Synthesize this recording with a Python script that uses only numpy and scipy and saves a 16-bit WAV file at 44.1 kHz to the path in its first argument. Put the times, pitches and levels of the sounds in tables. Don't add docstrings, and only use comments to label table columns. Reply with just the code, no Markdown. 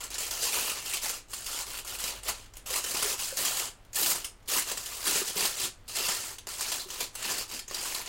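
import sys
import numpy as np
from scipy import signal
from scipy.fft import rfft, irfft
from scipy.io import wavfile
from scipy.ndimage import uniform_filter1d

SR = 44100
rng = np.random.default_rng(int(sys.argv[2]) if len(sys.argv) > 2 else 0)


def store_wav(level_fs):
    pcm = np.round(np.clip(np.atleast_2d(level_fs), -1, 1) * 32767)
    wavfile.write(sys.argv[1], SR, pcm.T.astype(np.int16))


N = 356416
# start_s, relative_level_db, facet_pitch_hz, low_share_db
FACET_SNAPS = [(0.0381, -20.5, 7640.0, 5), (0.1037, -23, 2760.0, -1), (0.143, -19.5, 5710.0, -1),
               (0.182, -15, 6900, -1), (0.309, -16.0, 6200, -3), (0.426, -17.5, 9500.0, -5),
               (0.859, -20.5, 5310.0, -1), (0.9367, -10, 2740, -8), (0.969, -18, 3400, -3),
               (1.094, -14.5, 9160.0, 3.5), (1.3337, -18, 9500.0, 2), (1.463, -18.5, 3310.0, -8),
               (1.589, -21, 2300, 0), (1.848, -25.5, 7920.0, 1.5), (2.002, -20.5, 9500.0, -5),
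               (2.04, -14.5, 4590.0, -5), (2.2333, -25.5, 9500.0, 0), (2.282, -14.5, 2300.0, -5),
               (2.537, -36, 6600.0, 5), (2.569, -25.5, 9600, -4), (2.661, -24, 2970.0, 4),
               (2.704, -14, 7100.0, -3.5), (2.759, -12.5, 9500.0, -1), (2.8409, -16.5, 6370.0, 2.5),
               (2.946, -18, 2300.0, 5), (3.025, -9.5, 9500.0, 1), (3.3716, -13, 5920.0, -5),
               (3.4505, -8.5, 7640.0, -7), (3.8496, -43, 3560.0, 2), (3.932, -24.5, 6370.0, 1),
               (3.9564, -14, 9500.0, -12), (4.028, -14, 4200, -2), (4.061, -9, 9400, 0),
               (4.112, -12, 7200, 4), (4.156, -18, 9000, 5.5), (4.245, -15, 9600, -1.5),
               (4.428, -49, 6200, -3), (4.459, -43, 6000, 3), (4.485, -20, 9500.0, 1),
               (4.621, -16.5, 2300.0, -0.5), (4.715, -19, 5300, 5), (4.7738, -16, 7640.0, 1),
               (4.8596, -18.5, 3080.0, -2), (5.157, -13.5, 4270.0, 3), (5.5997, -12.5, 4760.0, -9),
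               (5.639, -14, 3310.0, -5), (5.882, -23, 4270.0, -14), (5.956, -20, 4590.0, 0),
               (5.966, -14.5, 4120.0, 1), (6.084, -12.5, 7100.0, 6), (6.384, -23.5, 3080.0, -4),
               (6.47, -21.5, 6370.0, 4.5), (6.609, -14.5, 8520.0, 1.5), (6.7184, -12.5, 3460, 3.5),
               (6.797, -22, 3970.0, 1), (6.9035, -24, 6200, -4), (7.006, -15, 3690.0, 7.5),
               (7.153, -19, 9500.0, 0), (7.226, -24, 7900, 0), (7.306, -18.5, 4430.0, 9),
               (7.3824, -15, 4900, 0.5), (7.5913, -18, 4940.0, -6), (7.681, -27.5, 6600.0, 1),
               (7.712, -27.5, 3690.0, 11), (7.7453, -16.5, 5120.0, -4), (7.946, -14.5, 4000, -6)]
# frequency_hz, relative_level_db
SHEET_COLOUR = [(60, -27), (170, -10.5), (300, -9.5), (470, -3.5), (700, -5), (1100, -4), (1900, -6),
                (2750, -2.5), (3600, -3.5), (4600, 1), (5800, -1), (7300, 1.5), (11000, -4), (16000, -7)]
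EDGES_HZ = np.geomspace(90, 17500, 25)
CENTRES_HZ = np.sqrt(EDGES_HZ[1:] * EDGES_HZ[:-1])


def from_db(db):
    return 10 ** (np.asarray(db) / 20)


def rms_one(x):
    return x / np.sqrt(np.mean(x ** 2) + 1e-20)


def in_time(rows):
    s, *columns = np.transpose(rows)
    return [np.interp(np.arange(N) / SR, s, column) for column in columns]


def at_hz(points, hz):
    table_hz, values = np.transpose(points)
    return np.interp(np.log(hz), np.log(table_hz), values)


def bandpass(x, edges_hz):
    sos = signal.butter(2, edges_hz, "band", fs=SR, output="sos")
    return signal.sosfilt(sos, x + 1e-18)


def resonate(x, hz, width_hz):
    r = np.exp(-np.pi * width_hz / SR)
    zeros = np.array([1, 0, -1]) * (1 - r * r) / 2
    poles = [1, -2 * r * np.cos(2 * np.pi * hz / SR), r * r]
    return signal.lfilter(zeros, poles, x + 1e-18)


def clicks(at, sizes):
    return np.bincount(np.clip(at, 0, N - 1).astype(int).ravel(), np.ravel(sizes), N)


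def pulse(shape_db):
    cepstrum = irfft(np.log(from_db(shape_db)))
    half = len(cepstrum) // 2
    causal = np.r_[cepstrum[0], 2 * cepstrum[1:half]]
    return irfft(np.exp(rfft(causal, 2 * half)))


def drift(rate_per_s):
    step = 40
    sos = signal.butter(2, min(rate_per_s, SR / 100), fs=SR / step, output="sos")
    slow = signal.sosfilt(sos, rng.standard_normal(N // step + 1002))[1000:]
    return np.interp(np.arange(N) / step, np.arange(len(slow)), rms_one(slow))


def background(air_db, waver_db):
    # frequency_hz, relative_level_db
    air_colour = [(20, 0), (45, -2), (65, -4.5), (95, -11.5), (130, -15), (250, -14.5), (500, -17.5),
                  (1000, -19.5), (3000, -26.5), (8000, -41), (16000, -47)]
    # frequency_hz, rms_level_db (before waver)
    hum_lines = [(17.5, -61), (27, -68.5), (53.5, -74), (90, -69.5), (100, -71), (108, -69)]
    # time_s, pitch_hz, rms_level_db (before waver)
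    motor_curve = [(0, 47, -58), (1.2, 47, -67), (2.2, 47, -51.5), (2.8, 46, -59), (3.2, 40, -67),
                   (6.8, 40, -66.5), (8.08, 40, -77)]
    hz, t = np.arange(N // 2 + 1) * SR / N, np.arange(N) / SR
    spectrum = rfft(rng.standard_normal(N)) * from_db(at_hz(air_colour, hz + 1e-3)) * (hz > 12)
    air = rms_one(irfft(spectrum, N))
    hum = np.zeros(N)
    for line_hz, db in hum_lines:
        gain = from_db(db + waver_db * drift(0.85))
        hum += gain * np.sin(2 * np.pi * (line_hz * t + rng.random()))
    motor_hz, motor_db = in_time(motor_curve)
    motor_gain = from_db(motor_db + waver_db * drift(6))
    motor = motor_gain * np.sin(2 * np.pi * np.cumsum(motor_hz) / SR)
    return from_db(air_db) * air + np.sqrt(2) * (hum + motor)


def push(start_s, length_s, db, swell_db, attack_s):
    brush_db, brush_db_per_s = -20, 1100
    release_db_per_s = 523
    t = np.arange(N) / SR - start_s
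    swell = swell_db * (np.clip(t / length_s, 0, 1) - .5)
    release = release_db_per_s * np.clip(t - length_s, 0, .5)
    brush = from_db(brush_db + brush_db_per_s * np.clip(t, -.5, 0))
    grip = np.clip(t / max(attack_s, 1e-3), 0, 1)
    return np.maximum(brush, grip) * from_db(db + swell - release)


def handling():
    # start_s, length_s, effort_db, swell_db (start to end), attack_s,
    # broad_facet_share_db, finest_crease_share_db, facet_pitch_hz
    finger_pushes = [(0, 0.074, -44.0, -10.5, 0.0068, 3.5, 1, 7450.0),
                     (0.098, 0.058, -41, 6, 0.013, 2.5, -2, 6080.0),
                     (0.174, 0.11, -34, -9.5, 0.031, -1.5, 1, 2200.0),
                     (0.298, 0.12, -37.5, -0.5, 0.017, 0.5, 3, 6080.0),
                     (0.406, 0.084, -26, -11.5, 0.038, -4, 0, 2700.0),
                     (0.493, 0.23, -31.0, -3.5, 0.047, 0.0, 2.5, 2700.0),
                     (0.726, 0.124, -39.0, -10, 0.051, 3.5, 0.5, 6330.0),
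                     (0.835, 0.14, -35, -1, 0.028, -3, 0, 2930.0),
                     (1.008, 0.1, -33.5, -9.5, 0.024, 0.5, 3.5, 6590.0),
                     (1.074, 0.1, -41, -3, 0.008, 1, 1, 5600.0),
                     (1.284, 0.162, -41.5, -5, 0.054, -1.5, 1.5, 7150.0),
                     (1.448, 0.17, -36.0, 2.5, 0.019, -1.5, 1, 1530.0),
                     (1.64, 0.15, -40, 1, 0.041, 2, 3, 2120.0),
                     (1.839, 0.12, -38.0, -2.5, 0.043, -0.5, 1, 1350.0),
                     (1.977, 0.119, -37, 6, 0.011, 1, 1.5, 3050.0),
                     (2.095, 0.09, -47.5, -3, 0.023, 8.5, 2, 6080.0),
                     (2.221, 0.07, -41, 24, 0.009, 3.5, 3.0, 6590.0),
                     (2.329, 0.13, -50.5, -9, 0.017, 3, -4.5, 3180.0),
                     (2.546, 0.032, -49, -8, 0.033, 5, 4.0, 1800.0),
                     (2.653, 0.128, -35.5, 12, 0.019, 1.5, 4.5, 6080.0),
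                     (2.8, 0.118, -38.0, 9, 0.033, 0, 3, 6400),
                     (2.924, 0.21, -32.5, 0, 0.023, 1, 3, 6080.0),
                     (3.17, 0.2, -36.0, -15, 0.028, -5, 0.5, 2200.0),
                     (3.359, 0.24, -33.5, -0.5, 0.0067, 2.5, 4.5, 6870.0),
                     (3.584, 0.09, -36.5, -5.5, 0.017, 1.0, 0.0, 7450.0),
                     (3.938, 0.18, -31, 0.5, 0.021, 0, 9, 6590.0),
                     (4.141, 0.15, -46.5, -22.5, 0.0089, 3.5, 4, 5380.0),
                     (4.474, 0.12, -30.0, 8.5, 0.007, -2, 3, 2030.0),
                     (4.641, 0.079, -35.0, 2.5, 0.039, 2.0, 1.5, 6100),
                     (4.744, 0.296, -40, 4, 0.026, -2.0, 1.5, 1730.0),
                     (5.026, 0.19, -28.0, -4.5, 0.048, -0.5, 1.5, 1530.0),
                     (5.235, 0.114, -35, -12, 0.044, -2.0, -0.5, 1800.0),
                     (5.349, 0.11, -30.5, 6.5, 0.013, 1.5, 3.5, 4390.0),
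                     (5.467, 0.1, -36, -16.5, 0.038, 1.5, 1, 1730.0),
                     (5.559, 0.094, -34.5, 4.5, 0.013, 0, 2, 3730.0),
                     (5.872, 0.099, -39.5, 2, 0.015, -0.5, 0, 4050.0),
                     (5.944, 0.182, -32.0, 3, 0.014, 0.5, 1, 4800),
                     (6.131, 0.21, -38, -12, 0.017, -1.5, -1, 1800.0),
                     (6.477, 0.14, -40.5, -4.5, 0.0092, -1, -2, 9120.0),
                     (6.564, 0.194, -35.5, 1, 0.04, 1.5, 1, 5300),
                     (6.757, 0.066, -41, 3, 0.017, -1.5, 1, 3890.0),
                     (6.857, 0.15, -41.5, 2.5, 0.046, 2.5, 1, 5380.0),
                     (6.99, 0.057, -35, -6, 0.014, 0, 0.5, 4220.0),
                     (7.118, 0.14, -43.0, 18, 0.031, 2.0, -1.0, 1800.0),
                     (7.262, 0.16, -34.5, -3.5, 0.017, 2, 0.5, 5170.0),
                     (7.481, 0.11, -37.5, -13.5, 0.051, 2, -1, 5380.0),
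                     (7.678, 0.112, -41.5, 8.5, 0.024, 3, -2.0, 4960.0),
                     (7.795, 0.22, -36, -5, 0.017, 0, 0.5, 1780),
                     (8.028, 0.047, -45, 11, 0.031, 4, 0, 4580.0)]
    rest_db = -73
    power, colour = np.full(N, from_db(rest_db) ** 2), np.zeros((3, N))
    for row in np.array(finger_pushes):
        own_power = push(*row[:5]) ** 2
        power += own_power
        colour += np.outer(row[5:], own_power)
    return 10 * np.log10(power), *(colour / power)


def creases(hands, per_s, crowding, spread_db, colour_db, even_s, hold_db, hold_s, level_db, size):
    uneven_db, uneven_per_s = 1.0, 24
    peak_db, peak_octaves = 2.5, 0.21
    effort_db, *shares_db, facet_hz = hands
    effort_db = effort_db + uneven_db * drift(uneven_per_s)
    rate = per_s * from_db(crowding * (effort_db - np.median(effort_db)))
    at = np.flatnonzero(rng.random(N) < rate / SR)
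    size_db = spread_db * np.minimum(rng.exponential(1, N), 4)
    sizes = from_db(size_db)[at] * rng.choice([-1, 1], N)[at]
    power = uniform_filter1d(clicks(at, sizes ** 2), int(even_s * SR) + 1)[at]
    snap_s = np.append(np.sort(np.array(FACET_SNAPS)[:, 0]), np.inf)
    until_snap_s = snap_s[np.searchsorted(snap_s, at / SR)] - at / SR
    holding = np.exp(-until_snap_s / hold_s)
    gain = from_db(effort_db[at] + level_db + hold_db * holding)
    swarm = clicks(at, sizes / np.sqrt(power + 1e-9) * gain)
    hz = np.linspace(1, SR / 2, size + 1)
    broad_reach = at_hz([(1200, 0.98), (2800, 0.83), (5000, .02)], hz)
    fine_reach = at_hz([(7000, 0), (12000, 0.85)], hz)
    reach = np.array([broad_reach, fine_reach])
    out, sheet_db, shares_db = np.zeros(N + SR), at_hz(SHEET_COLOUR, hz), np.array(shares_db)
    for start in range(0, N, size):
        chance_db = np.interp(hz, CENTRES_HZ, rng.normal(0, colour_db, len(CENTRES_HZ)))
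        octaves = np.log2(hz / max(facet_hz[start], 1))
        facet_db = peak_db * np.exp(-.5 * (octaves / peak_octaves) ** 2)
        share_db = shares_db[:, start:start + size].mean(axis=1) @ reach
        click = pulse(sheet_db + share_db + facet_db + chance_db)
        burst = signal.fftconvolve(swarm[start:start + size], click)
        out[start:start + len(burst)] += burst
    return out[:N]


def hollow(x, open_db, closed_db, width_hz):
    open_hz, closed_hz, closing_s = 510, 390, 3.75
    closed = np.arange(N) / SR > closing_s
    trough = (from_db(open_db) - 1) * resonate(x * ~closed, open_hz, width_hz)
    parcel = (from_db(closed_db) - 1) * resonate(x * closed, closed_hz, width_hz)
    return x + trough + parcel


def galley(x, early_db, early_s, tail_db, gap_s, wander_per_s, count):
    # frequency_hz, width_hz, peak_gain_db
    resonances = [(276, 17, 3), (370, 20, 4.5), (700, 21, 3), (856, 31, 3), (996, 28, 5.5), (1202, 34, 3),
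                  (1370, 51, 3), (1770, 50, 3.5), (2750, 920, 3), (7100, 330, 0.5)]
    # frequency_hz, t60_s
    ring_times = [(200, 0.18), (1400, 0.22), (3700, 0.22), (9700, 0.21), (16000, 0.045)]
    t = np.arange(SR // 3) / SR
    early = rng.standard_normal((count, len(t))) * np.exp(-t / early_s)
    tail = np.zeros((count, len(t)))
    for k, hz in enumerate(CENTRES_HZ):
        noise = bandpass(rng.standard_normal((count, len(t))), EDGES_HZ[k:k + 2])
        tail += noise * from_db(-60 * t / at_hz(ring_times, hz))
    tail = tail * (1 - np.exp(-(t / gap_s) ** 2))
    paths = from_db(early_db) * rms_one(early) + from_db(tail_db) * rms_one(tail)
    paths = paths / np.sqrt(len(t))
    weights = np.array([drift(wander_per_s) for path in paths])
    weights = weights / np.linalg.norm(weights, axis=0)
    wet = x + sum(signal.oaconvolve(x * weight, path)[:N] for weight, path in zip(weights, paths))
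    wet = wet / np.sqrt(1 + from_db(2 * early_db) + from_db(2 * tail_db))
    return wet + sum((from_db(db) - 1) * resonate(wet, hz, width_hz) for hz, width_hz, db in resonances)


def pings(effort_db, per_s, level_db, spread_db, low_hz, high_hz, ring_s):
    out, t = np.zeros(N + SR), np.arange(SR // 12) / SR
    at = np.flatnonzero(rng.random(N) < per_s / SR)
    for i, (pitch, strength) in zip(at, rng.random((N, 2))[at]):
        hz = low_hz * (high_hz / low_hz) ** pitch
        gain = from_db(effort_db[i] + level_db + spread_db * (strength - .5))
        out[i:i + len(t)] += gain * np.sin(2 * np.pi * hz * t) * np.exp(-t / ring_s)
    return out[:N]


def flips(effort_db):
    per_s, over_effort_db, spread_db = 14, 10, 2.2
    low_hz, high_hz = 2400, 9000
    at = np.flatnonzero(rng.random(N) < per_s / SR)
    level_db = effort_db[at] + over_effort_db + spread_db * rng.standard_normal(N)[at]
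    facet_hz = low_hz * (high_hz / low_hz) ** rng.random(N)[at]
    return np.column_stack([at / SR, level_db, facet_hz, np.zeros(len(at))])


def snaps(rows, level_db, follow_db, length_s, hurry, pitch_db, pitch_octaves, count, size):
    growth = .4
    out, hz = np.zeros(N + SR), np.linspace(1, SR / 2, size + 1)
    usual_db = np.median(np.array(rows)[:, 1])
    for s, snap_db, facet_hz, low_db in rows:
        pitch = np.exp(-.5 * (np.log2(hz / facet_hz) / pitch_octaves) ** 2)
        lows = at_hz([(1200, 1), (3000, 0.12)], hz)
        click = pulse(at_hz(SHEET_COLOUR, hz) + pitch_db * pitch + low_db * lows)
        own_s = length_s * from_db(growth * (snap_db - usual_db))
        wait = (rng.random(count) ** hurry * own_s * SR).astype(int)
        avalanche = np.bincount(wait, from_db(follow_db) * rng.choice([-1, 1], count))
        avalanche[0] = 1
        burst = signal.fftconvolve(avalanche, click)
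        out[int(s * SR):][:len(burst)] += from_db(snap_db + level_db) * burst
    return out[:N]


def pats(level_db, ring_s, rise_s, thud_db, thud_hz, thud_s):
    # start_s, relative_knock_db, knock_pitch_hz, relative_thud_db
    finger_pats = [(0.429, -30, 490, -68), (2.037, -37, 514, -53), (2.705, -34, 520, -72),
                   (3.034, -31, 420, -62), (3.051, -26.5, 427, -62), (3.324, -33, 535, -63),
                   (3.39, -35, 530, -60), (4.111, -46, 368, -69), (5.062, -38, 407, -56.5),
                   (5.156, -28.5, 434, -47), (5.215, -31, 390, -50), (5.36, -31, 402, -46),
                   (5.426, -34, 393, -43.5), (5.637, -35, 380, -44), (6.469, -42, 400, -65),
                   (6.857, -39.5, 384, -61), (7.002, -39, 490, -65), (7.709, -44.5, 380, -58)]
    out, t = np.zeros(N + SR), np.arange(SR // 10) / SR
    for s, knock_db, hz, bread_db in finger_pats:
        knock = from_db(knock_db + level_db) * np.sin(2 * np.pi * hz * t) * np.exp(-t / ring_s)
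        thud = from_db(bread_db + thud_db) * np.sin(2 * np.pi * thud_hz * t) * np.exp(-t / thud_s)
        out[int(s * SR):][:len(t)] += (knock + thud) * (1 - np.exp(-t / rise_s))
    return out[:N]


def squeaks(width_hz):
    # half_height_rise_s (moment the swell reaches half height), relative_level_db, pitch_hz,
    # half_height_length_s
    slides = [(0.926, -36, 2660, 0.014), (0.966, -36, 3380, 0.0068), (6.797, -39, 4000, 0.016),
              (7.679, -35, 6600, 0.0031), (7.781, -38, 4900, 0.021)]
    out = np.zeros(N)
    for rise_s, db, hz, length_s in slides:
        swell = np.hanning(int(length_s * SR * 2))
        ring = resonate(rng.standard_normal(SR // 4), hz, width_hz)
        ring = rms_one(resonate(ring, hz, width_hz)[-len(swell):])
        out[int((rise_s - length_s / 2) * SR):][:len(swell)] += from_db(db) * swell * ring
    return out


def squeezing(level_db, low_hz, high_hz, per_s):
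    # start_s, length_s, relative_level_db, swell_db
    hand_squeezes = [(3.99, .14, -50.5, 4), (4.508, 0.068, -51.5, 9), (5.068, 0.13, -48, -4),
                     (5.358, 0.083, -54, 1), (5.625, .035, -48, 2), (7.25, 0.083, -52, 4),
                     (7.52, .045, -55, -0.5)]
    force = sum(push(*row, attack_s=.012) for row in hand_squeezes)
    bumps = (rng.random(N) < per_s / SR) * rng.choice([-1, 1], N)
    dull = bandpass(bumps, [low_hz, high_hz])
    return from_db(level_db) * force * rms_one(dull)


def scene():
    hands = handling()
    effort_db = hands[0]
    foil = creases(hands, per_s=1700, crowding=.5, spread_db=3.5, colour_db=1.9, even_s=0.022,
                   hold_db=-1.0, hold_s=0.019, level_db=2.5, size=512)
    foil += snaps(FACET_SNAPS, level_db=5.5, follow_db=-6.5, length_s=.0058, hurry=1.5,
                  pitch_db=5.0, pitch_octaves=0.18, count=20, size=512)
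    foil += snaps(flips(effort_db), level_db=4.5, follow_db=-6.5, length_s=.004, hurry=1.5,
                  pitch_db=10.5, pitch_octaves=0.18, count=12, size=512)
    foil += pings(effort_db, per_s=42, level_db=-6.5, spread_db=5, low_hz=900, high_hz=3600, ring_s=0.0089)
    foil = hollow(foil + squeaks(width_hz=670), open_db=4.5, closed_db=4.0, width_hz=50)
    fingers = pats(level_db=0.0, ring_s=0.0077, rise_s=0.0019, thud_db=14.5, thud_hz=186, thud_s=0.0042)
    fingers += squeezing(level_db=-3.5, low_hz=205, high_hz=340, per_s=200)
    room = galley(foil, early_db=3.0, early_s=0.0053, tail_db=0.0, gap_s=0.0016,
                  wander_per_s=155, count=20)
    room += galley(fingers, early_db=-2.5, early_s=0.0025, tail_db=-5.5, gap_s=0.0019,
                   wander_per_s=6.0, count=4)
    return (room + background(air_db=-57.5, waver_db=2.5))[None]


def record(dry):
    cutoff_hz = 16100
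    return signal.sosfilt(signal.ellip(12, .1, 80, cutoff_hz, fs=SR, output="sos"), dry)


dry = scene()
out = record(dry)
store_wav(out)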